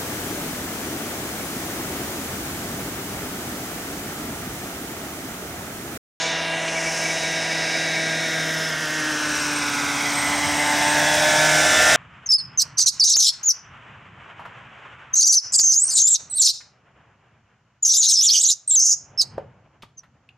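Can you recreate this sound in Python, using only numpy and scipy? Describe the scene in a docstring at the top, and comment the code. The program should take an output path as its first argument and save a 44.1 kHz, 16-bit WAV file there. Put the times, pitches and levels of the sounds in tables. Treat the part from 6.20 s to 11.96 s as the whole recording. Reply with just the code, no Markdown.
"""A buzzing two-stroke drone over rushing blades: a petrol model helicopter, about 20 m off on a playing field.
It hovers nose-on, turns away, then swings back side-on to 6 m from the microphone. The exhaust sings and
hisses, the main gear whines and ticks. The drone also arrives off the grass, so that hollow notches sweep
down the spectrum as it climbs and nears. A light breeze touches the microphone."""
import sys
import numpy as np
from scipy import signal
from scipy.fft import rfft, irfft, next_fast_len
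from scipy.io import wavfile
from scipy.ndimage import map_coordinates

SR = 44100
rng = np.random.default_rng(int(sys.argv[2]) if len(sys.argv) > 2 else 0)


def persist_wave(psi):
    """Save psi, clipped to +-1, as 16-bit WAV."""
    counts = np.round(np.clip(psi, -1, 1) * 32767).astype(np.int16)
    wavfile.write(sys.argv[1], SR, np.atleast_2d(counts).T)


N = 254016

# the exhaust tone that the blades chop hardest: firing_multiple, nose_db, tail_db, flank_db
CHOPPED_TONE = [(14, -16.5, -17, -21)]


def crankshaft(slack):
    """Turns of the engine so far; its speed hunts more widely when unloaded."""
    # engine speed at the microphone, sagging through the turn: time_s, firing_hz
    speed = [(0.0, 163.7), (0.67, 163.1), (0.83, 162.3), (2.0, 161.4), (2.49, 159.6), (2.53, 154.8),
             (2.62, 157.6), (2.68, 152.5), (2.76, 156.2), (2.84, 152), (2.9, 154.1), (2.95, 150.6),
             (3.0, 150.8), (3.67, 143.5), (4.15, 145.6), (4.7, 148.5), (5.21, 153), (5.76, 155.7)]
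    firing_hz, = curves(speed)
    hunt_hz, swing_hz = 9.6, 0.15 + 0.3 * slack
    hunt = np.sin(2 * np.pi * (hunt_hz * np.arange(N) / SR + 0.23 * wobble(4)))
    return np.cumsum(firing_hz + swing_hz * hunt) / SR


def exhaust(firings, turns, view):
    """The pipe sings harmonics of the firing rate, pulsing slightly with each turn of the rotor."""
    # exhaust tones: firing_multiple, nose_db, tail_db, flank_db
    harmonics = [(1, -16.5, -26.5, -26.5), (2, -19, -10, -18), (3, -22, -22.5, -32), (4, -11, -12, -14),
                 (5, -27, -16, -29), (6, -17, -16.5, -26), (7, -30, -19, -25.5), (8, -25, -22, -23),
                 (9, -19.5, -17, -15.5), (10, -26.5, -15, -25), (11, -22, -12.5, -17),
                 (12, -12.5, -15, -16.5), (13, -27, -17, -18), (15, -28, -16.5, -21), (17, -20, -43, -20),
                 (18, -19, -40, -40), (19, -27, -43, -22), (21, -24, -47, -24), (23, -14.5, -51, -26),
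                 (24, -19.5, -40, -22), (25, -51, -30, -22), (26, -30, -31, -41), (33, -13.5, -36, -36),
                 (38, -18, -47, -20), (49, -49, -35, -21)]
    # swells and fades as the pipe swings past the microphone: firing_multiple, time_s, half_s, rise_db
    swings = [(1, 2.4, 0.4, 4), (1, 4.85, .14, 7), (1, 5.28, 0.12, 12), (1, 5.53, .07, -9),
              (2, 2.55, .12, -6), (2, 2.85, .2, 3), (2, 5.76, .15, -7), (4, .55, .25, 3),
              (4, 5.08, 0.27, 6), (6, 0, .3, 5), (6, 4.65, 0.35, 8), (6, 5.2, .2, 9), (6, 5.5, .1, -10),
              (9, 2.4, .4, 3), (9, 5.0, .13, -8), (9, 5.62, .13, 5), (10, 2.15, .2, 4), (10, 5.38, .16, 7),
              (11, 2.9, 0.3, 4.5), (11, 5.3, .25, 5), (12, 2.8, .16, 6), (12, 5.33, .1, -14),
              (12, 5.68, .08, 6), (13, 4.9, .2, 5), (17, .3, 0.3, 8), (23, .68, .14, -12),
              (24, .58, .16, -10), (24, 0, .25, 5), (24, 1.0, .2, 7), (23, 1.1, .2, 6), (25, 5, 0.21, 12),
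              (26, 0.5, 0.22, 11), (33, .4, .2, -9), (33, 1, .5, -3), (38, .9, 0.3, 6), (24, 1.6, 0.5, 7),
              (24, 5.17, .12, 7), (23, 1.9, .4, 2)]
    pipe = tones(harmonics, firings, view, flicker_db=1, wander=0.0015, swells=swings)
    return pipe * pulse(turns, depth_db=0.5)


def chopped_exhaust(firings, turns, view):
    """The blades chop one exhaust tone into a deep throb, once a turn."""
    tone = tones(CHOPPED_TONE, firings, view, flicker_db=-2.5, wander=0.0011)
    return tone * pulse(turns, depth_db=8) * pulse(turns / 2, depth_db=0.5)


def exhaust_chirps(firings):
    """The chopped tone breaks through in short chirps during the nose-on hover."""
    # chirps: time_s, half_s, level_db
    chirps = [(0.06, 0.02, -30), (0.573, .02, -29), (0.677, 0.022, -25.5), (0.858, 0.01, -21.5),
              (.907, 0.0077, -24), (1.045, 0.015, -27), (1.14, .014, -33), (1.323, 0.016, -28),
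              (1.552, 0.057, -33), (1.68, .018, -32), (1.77, 0.028, -28.5), (1.83, .012, -32),
              (1.88, .012, -31), (2.22, .025, -34)]
    level = bumps([(s, half, amp(db)) for s, half, db in chirps])
    cycles = round(CHOPPED_TONE[0][0]) * firings + 0.08 * wobble(150)
    return level * unit(np.sin(2 * np.pi * cycles))


def exhaust_hiss(firings):
    """Each firing spits a puff of gas, with a buzzing edge."""
    # colour of the escaping gas: frequency_hz, level_db
    colour = [(2500, -10.5), (4450, -7), (5100, 2), (5800, 3.5), (6500, 0), (7500, -7), (9000, -8.5),
              (10500, -17), (13000, -33.5)]
    gas = rng.standard_normal(N) + 0.27 * repeating(firings, size=256)
    puffs = unit(coloured(gas, colour)) * pulse(firings, depth_db=1)
    return over_grass(puffs, bounce=0.081, dull_hz=4860)


def rotor_rush(turns, firings, view):
    """Air rushes off the blades, partly repeating with every turn of the head."""
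    # colour of the rush: frequency_hz, level_db
    colour = [(25, -62), (60, -35), (130, -19), (250, -7.5), (400, -8.5), (700, 1.8), (1100, -7.5),
              (1700, -2), (2300, -3), (3200, -7.5), (3800, -8.5), (4400, -14), (6000, -22), (10000, -60)]
    # rush by the side facing the microphone: view, level_db
    beam = [(0, -3), (1, -2.5), (2, -4.5)]
    air = rng.standard_normal(N) + 0.64 * repeating(turns, size=2048)
    rush = unit(coloured(air, colour)) * pulse(firings, depth_db=0.5)
    return amp(np.interp(view, *np.transpose(beam))) * rush


def drive_tones(turns, view):
    """Blades and gears sing at whole multiples of the rotor speed."""
    # blade and gear tones: rotor_multiple, nose_db, tail_db, flank_db
    harmonics = [(4, -41, -39, -30.5), (7, -35, -31, -46), (14, -31, -24.5, -33), (75.4, -31, -23, -17),
                 (79.4, -13.5, -21, -13), (84.5, -35, -14.5, -28), (89.7, -19.5, -21, -7),
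                 (104.3, -19, -31, -32), (110.05, -18, -11.5, -19.5), (180, -28, -22.5, -21.5)]
    # swells, heard only where a tone has that rounded multiple: rotor_multiple, time_s, half_s, rise_db
    swings = [(80, 0.17, 0.63, -24), (180, 5, 0.68, 7)]
    return tones(harmonics, turns, view, flicker_db=2.5, wander=0.0004, swells=swings)


def gear_whine(turns):
    """The main gear shrills on high overtones now and then, blurred by its uneven teeth."""
    # shrill spells: time_s, half_s, rotor_multiple, level_db
    spells = [(2.455, 0.083, 262, -34), (3.33, 0.37, 450, -41), (3.785, 0.04, 450, -38),
              (4.003, 0.14, 450, -32.5), (4.35, 0.2, 448, -35), (4.62, 0.21, 444, -40),
              (4.98, 0.17, 450, -46)]
    whine = np.zeros(N)
    for s, half, multiple, db in spells:
        phase = 2 * np.pi * round(multiple) * turns
        blurred = unit((1 + wobble(200)) * np.sin(phase) + wobble(200) * np.cos(phase))
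        whine += bumps([(s, half, amp(db))]) * blurred
    return whine * unit(amp(2.6 * wobble(25.03)))


def gear_rasp(turns):
    """Slack teeth tick in a few resonances, scraping at the tight spots and rubbing on between them."""
    # tight spots of the main gear: place_turns, strength
    spots = [(.1, 0.77), (.36, 0.89), (.6, 0.3), (.86, 0.63)]
    # resonances that the teeth tick in: centre_hz, width_hz, level_db
    resonances = [(10300, 1600, 1.5), (12240, 1500, -1), (14400, 3500, -3)]
    # loudness of the rasp: time_s, level_db
    rasp = [(0, -62), (.35, -72), (.72, -56), (1.9, -55), (2.4, -44.5), (2.55, -47), (2.8, -48.5),
            (3.2, -48), (4.1, -45.5), (4.9, -47.5), (5.76, -54)]
    rub, scrape_turns = 0.3, 0.084
    scrapes = sum(strength * np.exp(-(((turns - place + 0.5) % 1 - 0.5) / scrape_turns) ** 2)
                  for place, strength in spots)
    ticks = sum(amp(db + 2.7 * wobble(130)) * band(hz, width) for hz, width, db in resonances)
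    rasp_db, = curves(rasp)
    return amp(rasp_db) * unit((rub + scrapes) * ticks)


def airframe_rings(view):
    """The hiss rings hollows of the airframe, which beam to nose, tail or flank."""
    # hollow resonances: centre_hz, width_hz, nose_db, tail_db, flank_db
    hollows = [(3930, 220, -52, -45, -58), (7360, 359, -55, -46, -44), (9160, 530, -50.5, -60, -47),
               (11740, 250, -64, -74, -56)]
    return sum(amp(facing(view, db)) * band(hz, width) for hz, width, *db in hollows)


def blade_swishes(turns):
    """The blades swish in narrow bands, throbbing once a turn."""
    # swishes: time_s, half_s, centre_hz, width_hz, level_db, throb_db
    swishes = [(0, 0.21, 4300, 886, -34.5, -3), (0, 0.1, 6600, 704, -33, -1),
               (0, 0.36, 3600, 247, -33.5, -3), (1.498, 0.33, 5070, 599, -35.5, 0),
               (2.456, .1, 5200, 300, -40, 2), (3.3, 0.31, 5506, 552.2, -36.5, 4),
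               (4.1, 0.94, 2163, 260, -38.5, 1), (4.85, .4, 3400, 180, -44, 3)]
    return sum(bumps([(s, half, amp(db))]) * band(hz, width) * pulse(turns, throb_db)
               for s, half, hz, width, db, throb_db in swishes)


def fizz():
    """A fine, even sizzle in the high treble."""
    # colour of the fizz: frequency_hz, level_db
    colour = [(5000, -11), (8000, 10), (10000, -1.5), (11700, -6), (13000, -10), (16000, -9)]
    return noise(colour)


def over_grass(x, bounce, dull_hz):
    """Direct sound plus its late, duller copy off the ground, at about unchanged power."""
    # bounce off the grass: time_s, lowest_notch_hz, strength
    reflection = [(0, 1350, 0.07), (1, 1200, 0.33), (1.5, 1085, 0.44), (2, 984.6, 0.6), (2.6, 783, 0.57),
                  (3.5, 623, 0.73), (4.4, 488.4, 0.45), (5.76, 320.6, 0.24)]
    notch_hz, strength = curves(reflection)
    dulled = filtered(x, lambda hz: 1 / (1 + (hz / dull_hz) ** 2))
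    late = map_coordinates(dulled, [np.arange(N) - SR / (2 * notch_hz)], order=3)
    return (x + bounce * strength * late) / np.sqrt(1 + (bounce * strength) ** 2)


def treble_hollow(x, from_hz=15700, to_hz=3400, glide_s=0.19, width_octaves=0.36):
    """A broad phasing dip glides down the treble and fills in."""
    hz, t, spectra = signal.stft(x, SR, nperseg=512)
    centre_hz = to_hz + (from_hz - to_hz) * np.exp(-t / glide_s)
    depth = 0.52 * np.exp(-((t - 0.38) / 0.48) ** 2)  # deepest at 0.38 s
    dip = depth * np.exp(-(np.log2((hz[:, None] + 1) / centre_hz) / width_octaves) ** 2)
    return signal.istft(spectra * (1 - dip), SR, nperseg=512)[1][:N]


def field_scatter(x, view, decay_s=0.023):
    """Faint scatter from field and houses, shifting as the helicopter moves, sets left and right apart."""
    # colour of the left-right difference: frequency_hz, side_db
    colour = [(60, -22), (110, -24), (200, -34), (380, -17), (700, -24), (1290, -17), (2380, -21),
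              (4400, -32), (8120, -16), (15000, -6.5)]
    # stereo width by the side facing the microphone: view, change_db
    width = [(0, -2), (1, 2.5), (2, 3)]
    t = np.arange(SR // 8) / SR
    paths = rng.standard_normal((4, len(t))) * amp(-60 * t / decay_s)
    shares = np.array([wobble(2.01) for _ in paths])
    shares /= np.linalg.norm(shares, axis=0)
    scatter = sum(share * signal.fftconvolve(x, path / np.linalg.norm(path))[:N]
                  for share, path in zip(shares, paths))
    side = coloured(scatter, colour) * amp(np.interp(view, *np.transpose(width)))
    return np.array([x + side, x - side]) * amp([[-0.25], [0.25]])


def scuff(time_s, half_s, level_db):
    """A brief dry scrape."""
    # colour of the scrape: frequency_hz, level_db
    colour = [(1500, -22), (3300, -4), (3900, -4), (4450, 0), (5200, -8), (8000, -18), (12000, -38)]
    return bumps([(time_s, half_s, amp(level_db))]) * noise(colour)


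def breeze():
    """Wind buffets the microphone, partly different on each side and stronger on the left."""
    # the breeze freshens: time_s, level_db
    wind = [(0, -55.5), (2.7, -50.5), (3.4, -46), (4.1, -41.5), (5.76, -42)]
    # gusts: time_s, half_s, rise_db
    gusts = [(.67, .05, 5), (1.02, 0.11, 4), (4.27, 0.038, 7.5)]
    # colour of the buffeting: frequency_hz, level_db
    rumble = [(20, -28), (40, -35), (65, -1.5), (110, -0.5), (170, 0), (400, -19), (1500, -70)]
    wind_db, = curves(wind)
    pair = noise(rumble) + np.array([noise(rumble), noise(rumble)])
    return amp(wind_db + bumps(gusts)) * unit(pair) * amp([[1.8], [-1.8]])


def tones(table, cycles, view, flicker_db, wander, swells=()):
    """Whole multiples of a shaft's speed; each beams its own way and flickers in the downwash."""
    out = np.zeros(N)
    for multiple, *view_db in table:
        db = facing(view, view_db) + flicker_db * wobble(16)
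        db += bumps([bump for k, *bump in swells if round(k) == round(multiple)])
        # churned air shifts short waves by a larger share of their cycle
        phase = round(multiple) * (cycles + wander * wobble(30)) + rng.random()
        out += np.sqrt(2) * amp(db) * np.sin(2 * np.pi * phase)
    return out


def facing(view, levels_db):
    """Level towards the microphone, blended between nose (view 0), tail (1) and flank (2)."""
    return np.interp(view, np.arange(len(levels_db)), levels_db)


def amp(db):
    """Decibels to gain."""
    return 10 ** (np.asarray(db) / 20)


def unit(x):
    """Scaled to rms 1."""
    return x / np.sqrt(np.mean(x ** 2) + 1e-20)


def curves(rows):
    """One value per sample for each column after the time."""
    time_s, *columns = np.transpose(rows)
    return [np.interp(np.arange(N) / SR, time_s, column) for column in columns]


def bumps(rows):
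    """Sum of bell-shaped swells (time_s, half_s, height); half_s is the half-length at 1/e."""
    t = np.arange(N) / SR
    return sum(height * np.exp(-((t - s) / half) ** 2) for s, half, height in rows)


def wobble(rate):
    """A smooth random curve, rate knots a second."""
    knots = rng.standard_normal(int(N * rate / SR) + 4)
    coarse = np.arange(0, N, 16)
    return np.interp(np.arange(N), coarse, map_coordinates(knots, [coarse * rate / SR]))


def pulse(cycles, depth_db):
    """A gain of rms 1 that peaks once a cycle."""
    return unit(amp(depth_db * np.cos(2 * np.pi * cycles)))


def filtered(x, response):
    """x times a response of frequency."""
    size = next_fast_len(N + SR // 4)
    return irfft(rfft(x, size) * response(np.fft.rfftfreq(size, 1 / SR)), size)[..., :N]


def coloured(x, spectrum):
    """x through (frequency_hz, level_db) points on a log axis."""
    points_hz, db = np.transpose(spectrum)
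    return filtered(x, lambda hz: amp(np.interp(np.log(hz + 1), np.log(points_hz), db)))


def noise(spectrum):
    """Coloured noise of rms 1."""
    return unit(coloured(rng.standard_normal(N), spectrum))


def band(centre_hz, width_hz):
    """Noise of rms 1 in one resonance."""
    white = rng.standard_normal(N)
    return unit(filtered(white, lambda hz: 1 / np.sqrt(1 + ((hz - centre_hz) / width_hz * 2) ** 4)))


def repeating(cycles, size):
    """Noise that comes back the same on every cycle."""
    return unit(np.interp(cycles % 1 * size, np.arange(size), rng.standard_normal(size), period=size))


def scene():
    """One crankshaft times engine, gears and rotor; distance and the side in view set their levels."""
    # play in the drive, greatest while the engine runs unloaded in the turn: time_s, slack (0-1)
    play = [(0, 0.2), (2.1, 0.93), (2.45, 0.6), (3.7, 1), (4.6, 0.15), (5.2, 0.4)]
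    # side facing the microphone: time_s, view (0 nose, 1 tail, 2 flank)
    heading = [(0, 0.01), (2.35, 0.1), (2.9, 0.73), (3.9, 0.95), (4.6, 1.03), (5.3, 1.81), (5.76, 2.13)]
    # flight path from the microphone: time_s, distance_m
    flight = [(0, 22.4), (1, 23), (1.5, 19.6), (2.2, 19.7), (2.55, 22.2), (2.85, 20.6), (3.8, 18.3),
              (4.35, 16.7), (4.55, 14), (5.15, 8.93), (5.76, 6.2)]
    # levels by side at hovering distance: view, drone_db, hiss_db, fizz_db
    beam = [(0, -25, -33, -66), (1, -25, -31.5, -40), (2, -26, -32, -40)]
    # brief swells and dips of the treble: time_s, half_s, change_db
    flares = [(.33, 0.23, -1.5), (.8, 0.31, 4.5), (2.15, 0.4, -0.5), (2.56, 0.047, -1), (3.2, 0.088, 1.5)]
    gear_ratio, hover_m = 7.9, 20
    (slack,), (view,), (distance_m,) = curves(play), curves(heading), curves(flight)
    sides, *levels = np.transpose(beam)
    drone_db, hiss_db, fizz_db = (np.interp(view, sides, db) for db in levels)
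    shaft = crankshaft(slack)
    firings = shaft + (0.001 + 0.002 * slack) * (wobble(22) + wobble(120))  # less even when slack
    turns = (shaft + 0.0028 * wobble(16)) / gear_ratio
    tonal = exhaust(firings, turns, view) + drive_tones(turns, view)
    tonal += chopped_exhaust(firings, turns, view)
    drone = over_grass(amp(0.88) * tonal + rotor_rush(turns, firings, view), bounce=1, dull_hz=4100)
    body = amp(drone_db) * drone + exhaust_chirps(firings)
    treble = amp(hiss_db) * exhaust_hiss(firings) + amp(fizz_db) * fizz()
    treble += gear_whine(turns) + gear_rasp(turns) + airframe_rings(view) + blade_swishes(turns)
    helicopter = treble_hollow((body + amp(bumps(flares)) * treble) * hover_m / distance_m)
    scrape = scuff(time_s=0.487, half_s=0.009, level_db=-34)
    return field_scatter(helicopter + scrape, view) + breeze()


def record(dry):
    """The microphone thins the deepest bass and keeps nothing above its band limit."""
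    low_cut_hz, top_hz = 50, 15800
    return filtered(dry, lambda hz: hz ** 2 / np.hypot(hz ** 2, low_cut_hz ** 2) * (hz < top_hz))


dry = scene()
out = record(dry)
persist_wave(out)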